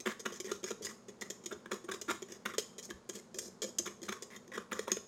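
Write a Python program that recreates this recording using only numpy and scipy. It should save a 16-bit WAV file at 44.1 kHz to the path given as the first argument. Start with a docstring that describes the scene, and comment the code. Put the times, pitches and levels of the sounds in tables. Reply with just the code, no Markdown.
"""A wire whisk beats eggs in a stainless steel bowl, in a home kitchen, for about five seconds.
From the start, quick blows of rattling wires make the bottom thud, the egg slap and the steel clink,
with sliding wires in between. Just before 3 s there is a deep bump, then mostly clinks and long sweeps;
wet slaps return near 3.9 s, and the strongest clink comes near the end. Each blow sets off resonances.
Bubbles pop all along, the room answers briefly, and soft air noise and a faint hum lie beneath."""
import sys
import numpy as np
from scipy import signal
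from scipy.fft import rfft, irfft, next_fast_len
from scipy.io import wavfile

SR = 44100
rng = np.random.default_rng(int(sys.argv[2]) if len(sys.argv) > 2 else 0)


def store_pcm(level_fs):
    """Save levels as 16-bit WAV."""
    pcm = np.round(np.clip(level_fs, -1, 1) * 32767).astype(np.int16)
    wavfile.write(sys.argv[1], SR, np.atleast_2d(pcm).T)


N = 223975

# Ways the steel wall can ring. Each row: pitch in Hz, relative level in dB,
# time in seconds for its free ring to fall by 60 dB.
STEEL_MODES = [(1028, 11, 0.5), (1100, 16, 0.47), (1110, 5, 0.9), (1785, 19, 0.05), (2020, 13, 0.16),
               (2413, 18.5, 0.077), (2910, 11.5, 0.081), (3208, 20.5, 0.14), (3353, -3.5, 0.31),
               (4104, 11.5, 0.24), (5100, -35, 0.26), (4960, 5.5, 0.24), (5620, 0, 0.47), (5960, -15, 0.42),
               (6413, 13, 0.12), (6570, 10.5, 0.78), (7030, 5.5, 0.16), (6880, 17, 0.09), (7370, 5, 0.19),
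               (8050, -34, .15), (8830, -1.5, 0.19), (8660, -27, .2), (10000, -42, .14)]
# Tone colours of a tick on steel, a slap in the egg, the thudding bottom, the clanking wall
# and the still air. Each row: frequency in Hz, relative level in dB.
TICK_COLOUR = [(1500, -56), (3400, -15.5), (4400, -8.5), (5200, 3), (6000, 0.5), (6800, -6), (8000, -4.5),
               (9800, -14.5), (13500, -14), (16000, -26.5)]
SLAP_COLOUR = [(40, -66), (130, -35), (205, 8), (290, -6), (380, 6), (600, -6), (770, -11.5), (1100, 1),
               (1600, -9), (2200, -5), (2760, -12.5), (3500, -15), (4600, -26), (6600, -49.5),
               (9000, -22.5), (16000, -31.5)]
BOTTOM_COLOUR = [(30, -94), (90, -3), (155, -19), (200, 7), (245, -6), (285, -9), (345, 2), (470, -2),
                 (590, -2.5), (740, -17.5), (1400, -69.5)]
CLANK_COLOUR = [(700, -47), (2200, -13), (2700, -19), (3050, -25.5), (3450, 3), (3900, -7.5), (4400, -32.5),
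                (6000, -22), (12000, -63)]
AIR_COLOUR = [(25, -17), (60, -15), (130, -6.5), (200, 6.5), (293, -6.5), (420, 2.5), (714, -9.5),
              (1100, -9.5), (2500, -25), (4400, -23), (6700, -23.5), (9000, -33), (16000, -52.5)]
# Hum of an appliance. Each row: frequency in Hz, relative level in dB.
HUM_TONES = [(121, -77), (242, -68.5)]
# How long the room rings. Each row: frequency in Hz, time in seconds to fall by 60 dB.
ROOM_RING = [(150, 0.4), (400, 0.27), (1000, 0.28), (3000, 0.35), (7000, 0.37), (11000, 0.39),
             (16000, 0.26)]
# The wires hit bare steel. Each row: start in seconds, chatter length in seconds,
# clink and thud (both relative levels in dB), thud pitch in Hz.
CLINK_HITS = [(0.002, 0.0074, -45.5, -49.5, 400), (0.195, 0.014, -47, -49, 447),
              (0.322, 0.019, -51, -45, 447), (0.401, 0.0049, -39.5, -43.5, 378),
              (0.444, 0.026, -50, -44, 398), (0.631, 0.0046, -53, -42, 372), (0.64, 0.008, -38.5, -39, 392),
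              (0.809, 0.015, -78, -44.5, 440), (0.847, .022, -40, -48.5, 403),
              (1.083, 0.021, -56, -45.5, 415), (1.211, 0.014, -43.5, -52, 435),
              (1.301, 0.006, -38.5, -42, 423), (1.438, 0.0104, -56.5, -55.5, 350),
              (1.4595, 0.0056, -38, -45, 335), (1.841, 0.013, -58, -48, 352),
              (2.014, 0.0088, -41.5, -45, 419), (2.221, 0.0076, -46.5, -42, 386),
              (2.320, 0.0046, -45.5, -53, 387), (2.582, 0.0038, -30.5, -30, 447),
              (2.587, 0.016, -40, -49, 453), (2.782, 0.016, -46, -49.5, 428),
              (3.091, 0.0043, -46.5, -43, 422), (3.0967, 0.0027, -38, -42, 400),
              (3.153, 0.011, -47.5, -52, 450), (3.344, 0.004, -47, -45, 374),
              (3.386, 0.0091, -36.5, -45, 422), (3.619, .017, -38, -39.5, 442),
              (3.641, 0.0085, -41.5, -39.5, 516), (3.785, 0.0053, -28, -74, 445),
              (3.793, 0.0083, -50.5, -38, 345), (4.018, 0.0024, -53, -47, 352),
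              (4.030, 0.0066, -45.5, -45, 345), (4.223, 0.011, -44, -47.5, 417),
              (4.478, 0.0016, -57, -54, 364), (4.917, 0.0021, -24.5, -34.5, 372)]
# The wires plunge into the egg. Each row: start in seconds, chatter length in seconds,
# slap, steel and thud (all relative levels in dB), thud pitch in Hz, middle slap pitch in Hz.
EGG_HITS = [(0.06, 0.018, -34, -46, -40.5, 380, 1670), (0.257, 0.0087, -34.5, -42.5, -38, 381, 1600),
            (0.516, 0.0026, -38.5, -38.5, -34, 405, 1290), (0.706, 0.01, -45.5, -43, -33.5, 464, 1100),
            (0.869, 0.0043, -43.5, -65, -56, 377, 1700), (1.219, .008, -41.5, -60, -48, 405, 1875),
            (1.513, 0.0051, -42, -73, -61, 370, 1500), (1.523, 0.0095, -48.5, -51, -38, 406, 1430),
            (1.658, 0.0023, -45, -61, -43, 352, 1670), (1.716, 0.006, -36.5, -42, -39, 454, 1496),
            (1.73, 0.016, -51, -49, -41, 404, 1070), (1.888, 0.013, -42.5, -57, -40.5, 384, 1510),
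            (1.915, 0.0077, -39, -42.5, -66, 376, 1610), (1.938, 0.012, -47, -48.5, -49, 400, 1080),
            (2.084, 0.019, -37.5, -51, -35, 337, 1420), (2.102, 0.015, -34, -41, -57, 332, 1640),
            (2.458, 0.0044, -31.5, -44.5, -39, 340, 1600), (2.537, 0.0041, -44.5, -54, -60, 358, 1280),
            (2.546, 0.0098, -50.5, -55, -62, 395, 1680), (2.903, 0.0065, -44.5, -48, -46, 338, 1620),
            (3.859, 0.0074, -42.5, -43.5, -46, 360, 1480), (3.871, .012, -45.5, -49, -45, 418, 2060),
            (4.087, 0.0072, -36.5, -43.5, -43, 363, 1560), (4.123, 0.0052, -39, -44, -56, 426, 1530),
            (4.362, 0.0062, -51, -51, -78, 382, 1930), (4.517, 0.012, -49.5, -62, -51, 515, 1660),
            (4.577, 0.0042, -38, -48.5, -36, 457, 1370), (4.718, 0.0059, -36, -56, -48, 430, 1006),
            (4.727, 0.007, -41, -43, -43.5, 493, 1560), (4.792, 0.0047, -38.5, -41.5, -33, 446, 1870),
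            (4.879, .007, -37, -52, -41.5, 508, 1070), (4.968, 0.0056, -45.5, -48, -40.5, 446, 1410)]
# Long sweeps along the wall. Each row: start in seconds, length in seconds,
# steel, egg and thud (all relative levels in dB).
WALL_SWEEPS = [(0.084, .042, -51, -46, -56), (0.342, 0.037, -51.5, -62, -62),
               (0.468, 0.055, -57, -53, -48.5), (0.659, 0.046, -48, -54, -58),
               (0.822, 0.021, -46.5, -65, -51.5), (0.883, 0.034, -53.5, -56, -60),
               (2.284, 0.084, -59, -64.5, -54.5), (2.475, 0.048, -60, -57, -52),
               (2.827, 0.032, -47.5, -72, -71), (2.89, 0.016, -62, -61, -50),
               (3.132, 0.067, -55.5, -65.5, -51), (3.355, 0.042, -55, -77, -50),
               (3.406, .078, -50, -71.5, -52), (3.653, 0.041, -54, -72, -49), (4.044, 0.029, -55, -66, -53),
               (4.303, .063, -62, -56.5, -59), (4.534, 0.032, -53.5, -48, -65),
               (4.746, .045, -59.5, -56, -74), (4.896, 0.03, -57, -50.5, -50)]

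RING = np.arange(SR // 4) / SR  # time axis of one ring, in seconds
TOP_HZ = 16100  # nothing sounds above this
CLANK_DB = -3  # the wall's clank, against the mean of clink and slap
# Egg clinging to the wires in a clink: level against the mean of clink and thud, and pitch
SPLASH_DB, SPLASH_HZ = -11.5, 1966
# Slaps harder than this have a soft entry and carry on along the wall
HARD_SLAP_DB = -44.5
# The leading wire enters the egg just ahead: seconds, and levels against the slap's own
ENTRY_S, ENTRY_EGG_DB, ENTRY_STEEL_DB, ENTRY_THUD_DB = 0.005, -9.5, -23, -14
# Drag after a slap: pause and length in seconds, then levels against the slap's own
DRAG_LAG_S, DRAG_S, DRAG_STEEL_DB, DRAG_EGG_DB = 0.008, 0.038, -16, -23.5
DRAG_THUD_DB, DRAG_EGG_HZ = -56.5, 1280  # relative level of the bottom and egg pitch in a drag
RUB_THUD_HZ, RUB_EGG_HZ = 430, 1866  # pitches of bottom and egg in a long sweep


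def strikes():
    """The first wire lands hard and the others rattle after it; low modes of the bowl swing along."""
    def rattle(length):
        return chatter(length, rate=1100, scatter_db=4.5, fade_db=1.0, first_db=8)

    rows = contacts()
    out = bowl(rows, rattle, thud_db=-8, slap_db=-1, clank_db=-2, clink_db=-1, tick_db=-2)
    for s, length, thud, slap, _, _, thud_hz, _ in rows:
        add(out, s, thump(length, thud_hz, t60=0.072, db=thud - 2.5))
        # the slap rocks the whole bowl in the hand
        add(out, s, thump(length, hz=213.0, t60=0.098, db=slap - 15.5))
    return out


def scrapes():
    """Sliding wires catch and slip in tiny blows: in the long sweeps, and after every hard slap."""
    def slips(length):
        return chatter(length, rate=1100, scatter_db=2.5, fade_db=-0.5, first_db=3)

    sweeps = [touch(*row, RUB_THUD_HZ, RUB_EGG_HZ) for row in WALL_SWEEPS]
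    drags = []
    for s, length, slap, steel_db, _, thud_hz, _ in EGG_HITS:
        if slap > HARD_SLAP_DB:
            start = s + length + DRAG_LAG_S
            drags.append(touch(start, DRAG_S, steel_db + DRAG_STEEL_DB, slap + DRAG_EGG_DB,
                               DRAG_THUD_DB, thud_hz, DRAG_EGG_HZ))
    return bowl(sweeps + drags, slips, thud_db=-2.5, slap_db=1.5, clank_db=-5, clink_db=-2.5, tick_db=3.5)


def contacts():
    """Clinks on steel also splash; a hard slap begins softly as its leading wire enters the egg."""
    clinks, slaps, entries = [], [], []
    for s, length, clink, thud, thud_hz in CLINK_HITS:
        splash = (clink + thud) / 2 + SPLASH_DB
        clinks.append(touch(s, length, clink, splash, thud, thud_hz, SPLASH_HZ))
    for s, length, slap, steel_db, thud, *pitches in EGG_HITS:
        slaps.append(touch(s, length, steel_db, slap, thud, *pitches))
        if slap > HARD_SLAP_DB:
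            entries.append(touch(s - ENTRY_S, ENTRY_S, steel_db + ENTRY_STEEL_DB, slap + ENTRY_EGG_DB,
                                 thud + ENTRY_THUD_DB, *pitches))
    return clinks + slaps + entries


def touch(s, length, clink, slap, thud, thud_hz, slap_hz):
    """One contact of wires and bowl; the wall's clank follows the mean of its clink and its slap."""
    clank = (clink + slap) / 2 + CLANK_DB
    return s, length, thud, slap, clank, clink, thud_hz, slap_hz


def bowl(rows, force_of, thud_db, slap_db, clank_db, clink_db, tick_db):
    """Every touch drives the bottom, the egg and the wall, which ring in rising ranges of pitch."""
    out = np.zeros(N)
    low = steel(damped_t60=0.02, free_db=-13, low_hz=500, high_hz=2100)
    middle = steel(damped_t60=0.026, free_db=-25, low_hz=1600, high_hz=4300)
    high = steel(damped_t60=0.028, free_db=-28, low_hz=5500, high_hz=16000)
    for s, length, thud, slap, clank, clink, thud_hz, slap_hz in rows:
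        forces = force_of(length)
        shifts = np.exp(rng.standard_normal((len(forces), 2)) * [0.1, 0.06])  # pitch factors per wire
        soft, firm, hard = (struck(modes, scatter_db=5) for modes in (low, middle, high))
        # each wire traps its own pocket of air in the egg and adds its own rasp and tick
        pockets, rasps, ticks = [], [], []
        for body_shift, tick_shift in shifts:
            pocket = resonant(SLAP_COLOUR, slap_hz * body_shift, width_hz=330, lift_db=17)
            pockets.append(amp(-12.5) * soft + smeared(pocket, t60=0.0041))
            rasp = resonant(CLANK_COLOUR, 3500 * body_shift, width_hz=250, lift_db=6)
            rasps.append(firm + amp(0.5) * smeared(rasp, t60=0.013))
            tick = resonant(TICK_COLOUR, 6700 * tick_shift, width_hz=450, lift_db=9)
            ticks.append(hard + amp(tick_db) * smeared(tick, t60=0.013))
        bottom = resonant(BOTTOM_COLOUR, thud_hz, width_hz=120, lift_db=8)
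        add(out, s, excite(forces, [bottom], thud + thud_db))
        # the egg yields before it slaps
        squeeze = 1 - np.exp(-np.arange(1, forces.shape[1] + 1) / SR / 0.00037)
        add(out, s, excite(forces * squeeze, pockets, slap + slap_db))
        add(out, s, excite(forces, rasps, clank + clank_db))
        add(out, s, excite(forces, ticks, clink + clink_db))
    return out


def chatter(length, rate, scatter_db, fade_db, first_db, count=4):
    """Force on the wall, one row per wire: each lands in its turn and rattles at uneven moments."""
    u = np.linspace(0, 1, max(round(length * SR), 8))  # progress through the contact
    chance, size = rng.random(len(u)), rng.standard_normal(len(u))
    hits = (chance < rate / SR) * np.sign(size) * amp(scatter_db * np.abs(size))
    hits[0] = amp(first_db)
    turn = u * max(count, length / 0.005) + size / 2
    wire = np.floor(turn).astype(int) % count
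    return hits * amp(-fade_db * u) * (wire == np.arange(count)[:, None])


def steel(damped_t60, free_db, low_hz, high_hz):
    """The wall's modes in one range, one per row: fast loss under the wires, then a faint free ring."""
    hz, db, t60 = np.transpose(STEEL_MODES)[:, :, None]
    reach = 1 / (1 + (hz / high_hz) ** 12 + (low_hz / hz) ** 4)
    decay = amp(-60 * RING / damped_t60) + amp(free_db - 60 * RING / t60)
    return reach * amp(db) * decay * np.sin(2 * np.pi * hz * RING)


def struck(modes, scatter_db):
    """Each spot on the wall favours a few modes of its own; the moving egg detunes them slightly."""
    size = rng.standard_normal(len(modes))
    weights = rng.choice([-1, 1], len(modes)) * amp(scatter_db * size)
    ring = weights @ modes
    return norm(np.interp(RING * rng.normal(1, 0.012), RING, ring))


def smeared(response, t60):
    """Bending waves spread a blow over a few milliseconds, differently for every wire."""
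    t = RING[:SR // 30]
    spread = rng.standard_normal(len(t)) * amp(-60 * t / t60)
    sound = signal.fftconvolve(response, spread)
    return norm(np.pad(sound, (0, len(RING) - len(sound))))


def excite(forces, responses, db):
    """A part of the bowl driven by all wires, its level set over the contact and 3 ms beyond."""
    sound = signal.fftconvolve(forces, np.array(responses), axes=1).sum(axis=0)
    contact = sound[:forces.shape[1] + SR // 333]
    return amp(db) * sound / np.sqrt(np.mean(contact ** 2) + 1e-20)


def thump(length, hz, t60, db):
    """A low mode swings cleanly while the whisk presses on it, then egg and hand stop it."""
    rise = 1 - np.exp(-RING / 0.0012)
    swing = rise * amp(-60 * np.maximum(RING - length / 2, 0) / t60)
    return amp(db) * np.sqrt(2) * swing * np.sin(2 * np.pi * hz * RING)


def low_cut(x, cut_hz):
    """The deepest tones are weakened below the cut-off frequency."""
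    return signal.sosfilt(signal.butter(2, cut_hz, "high", fs=SR, output="sos"), x)


def froth(rate, scatter_db, level_db):
    """Small bubbles and wet strands break at random moments as the egg keeps swirling."""
    sizes = np.minimum(rng.exponential(size=N), 2)
    pops = (rng.random(N) < rate / SR) * amp(scatter_db * sizes)
    pop_sound = resonant(SLAP_COLOUR, 5700, width_hz=690, lift_db=6.0)
    return amp(level_db) * unit(signal.fftconvolve(pops, pop_sound)[:N])


def bump(s, hz, t60, db):
    """A soft, deep bump as the bowl shifts: one low tone that dies away."""
    out = np.zeros(N)
    add(out, s, thump(0, hz, t60, db))
    return out


def kitchen(x, wet_db, walls_db, count=8):
    """Counter and cupboards throw early copies; a short tail of fading noise blurs the sound."""
    hz, t, z = signal.stft(rng.standard_normal(SR // 2), SR, nperseg=256)
    fade = amp(-60 * t / along(ROOM_RING, hz)[:, None])
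    tail = signal.istft(z * fade, SR, nperseg=256)[1]
    rise = 1 - np.exp(-np.arange(len(tail)) / SR / 0.0011)
    room = amp(wet_db) * norm(tail * rise)
    delays = (rng.uniform(0.002, 0.018, count) * SR).astype(int)
    room[delays] += amp(walls_db) * rng.choice([-1, 1], count)
    return signal.fftconvolve(x, room)[:N]


def background(air_db, hum_db):
    """Still air of the room as coloured noise, and the mains hum of an appliance as steady tones."""
    colour = amp(along(AIR_COLOUR, np.fft.rfftfreq(N, 1 / SR)))
    air = irfft(rfft(rng.standard_normal(N)) * colour, N)
    hum = np.zeros(N)
    for hz, db in HUM_TONES:
        cycles = hz * np.arange(N) / SR + rng.random()
        hum += amp(db) * np.sqrt(2) * np.sin(2 * np.pi * cycles)
    return amp(air_db) * unit(air) + amp(hum_db) * hum


def resonant(points, hz, width_hz, lift_db, size=4096):
    """The answer to one sharp blow: a tone colour with one lifted resonance, starting at once."""
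    f = np.fft.rfftfreq(size, 1 / SR)
    db = along(points, f) + lift_db / (1 + (2 * (f - hz) / width_hz) ** 2)
    # folding the cepstrum gives minimum phase: no sound before the blow
    cepstrum = irfft(np.log(amp(db)))
    cepstrum[1:size // 2] *= 2
    cepstrum[size // 2 + 1:] = 0
    return irfft(np.exp(rfft(cepstrum)))


def along(points, hz):
    """Read a value between (Hz, value) points on a log frequency axis."""
    f, v = np.transpose(points)
    return np.interp(np.log(hz + 1), np.log(f + 1), v)


def add(track, s, sound):
    """Mix a sound into the track at a time in seconds."""
    part = track[max(round(s * SR), 0):][:len(sound)]
    part += sound[:len(part)]


def amp(db):
    """Turn dB into an amplitude factor."""
    return 10 ** (np.asarray(db) / 20)


def unit(x):
    """Scale to an rms level of 1."""
    return x / np.sqrt(np.mean(x ** 2) + 1e-20)


def norm(x):
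    """Scale to energy 1."""
    return x / (np.linalg.norm(x) + 1e-20)


def scene():
    """Whisk, bubbles and bump sound in the room, over the quiet background."""
    bubbles = froth(rate=90, scatter_db=5, level_db=-76)
    whisk = low_cut(strikes() + scrapes(), cut_hz=73) + bubbles
    dry = whisk + bump(s=2.94, hz=68.6, t60=0.1, db=-55)
    room = kitchen(dry, wet_db=-9.0, walls_db=-20.5)
    return (dry + room + background(air_db=-60.0, hum_db=1))[None]


def record(dry):
    """Keep nothing above the top frequency."""
    m = next_fast_len(N + SR // 4)
    kept = np.fft.rfftfreq(m, 1 / SR) < TOP_HZ
    return irfft(rfft(dry, m) * kept, m)[..., :N]


dry = scene()
out = record(dry)
store_pcm(out)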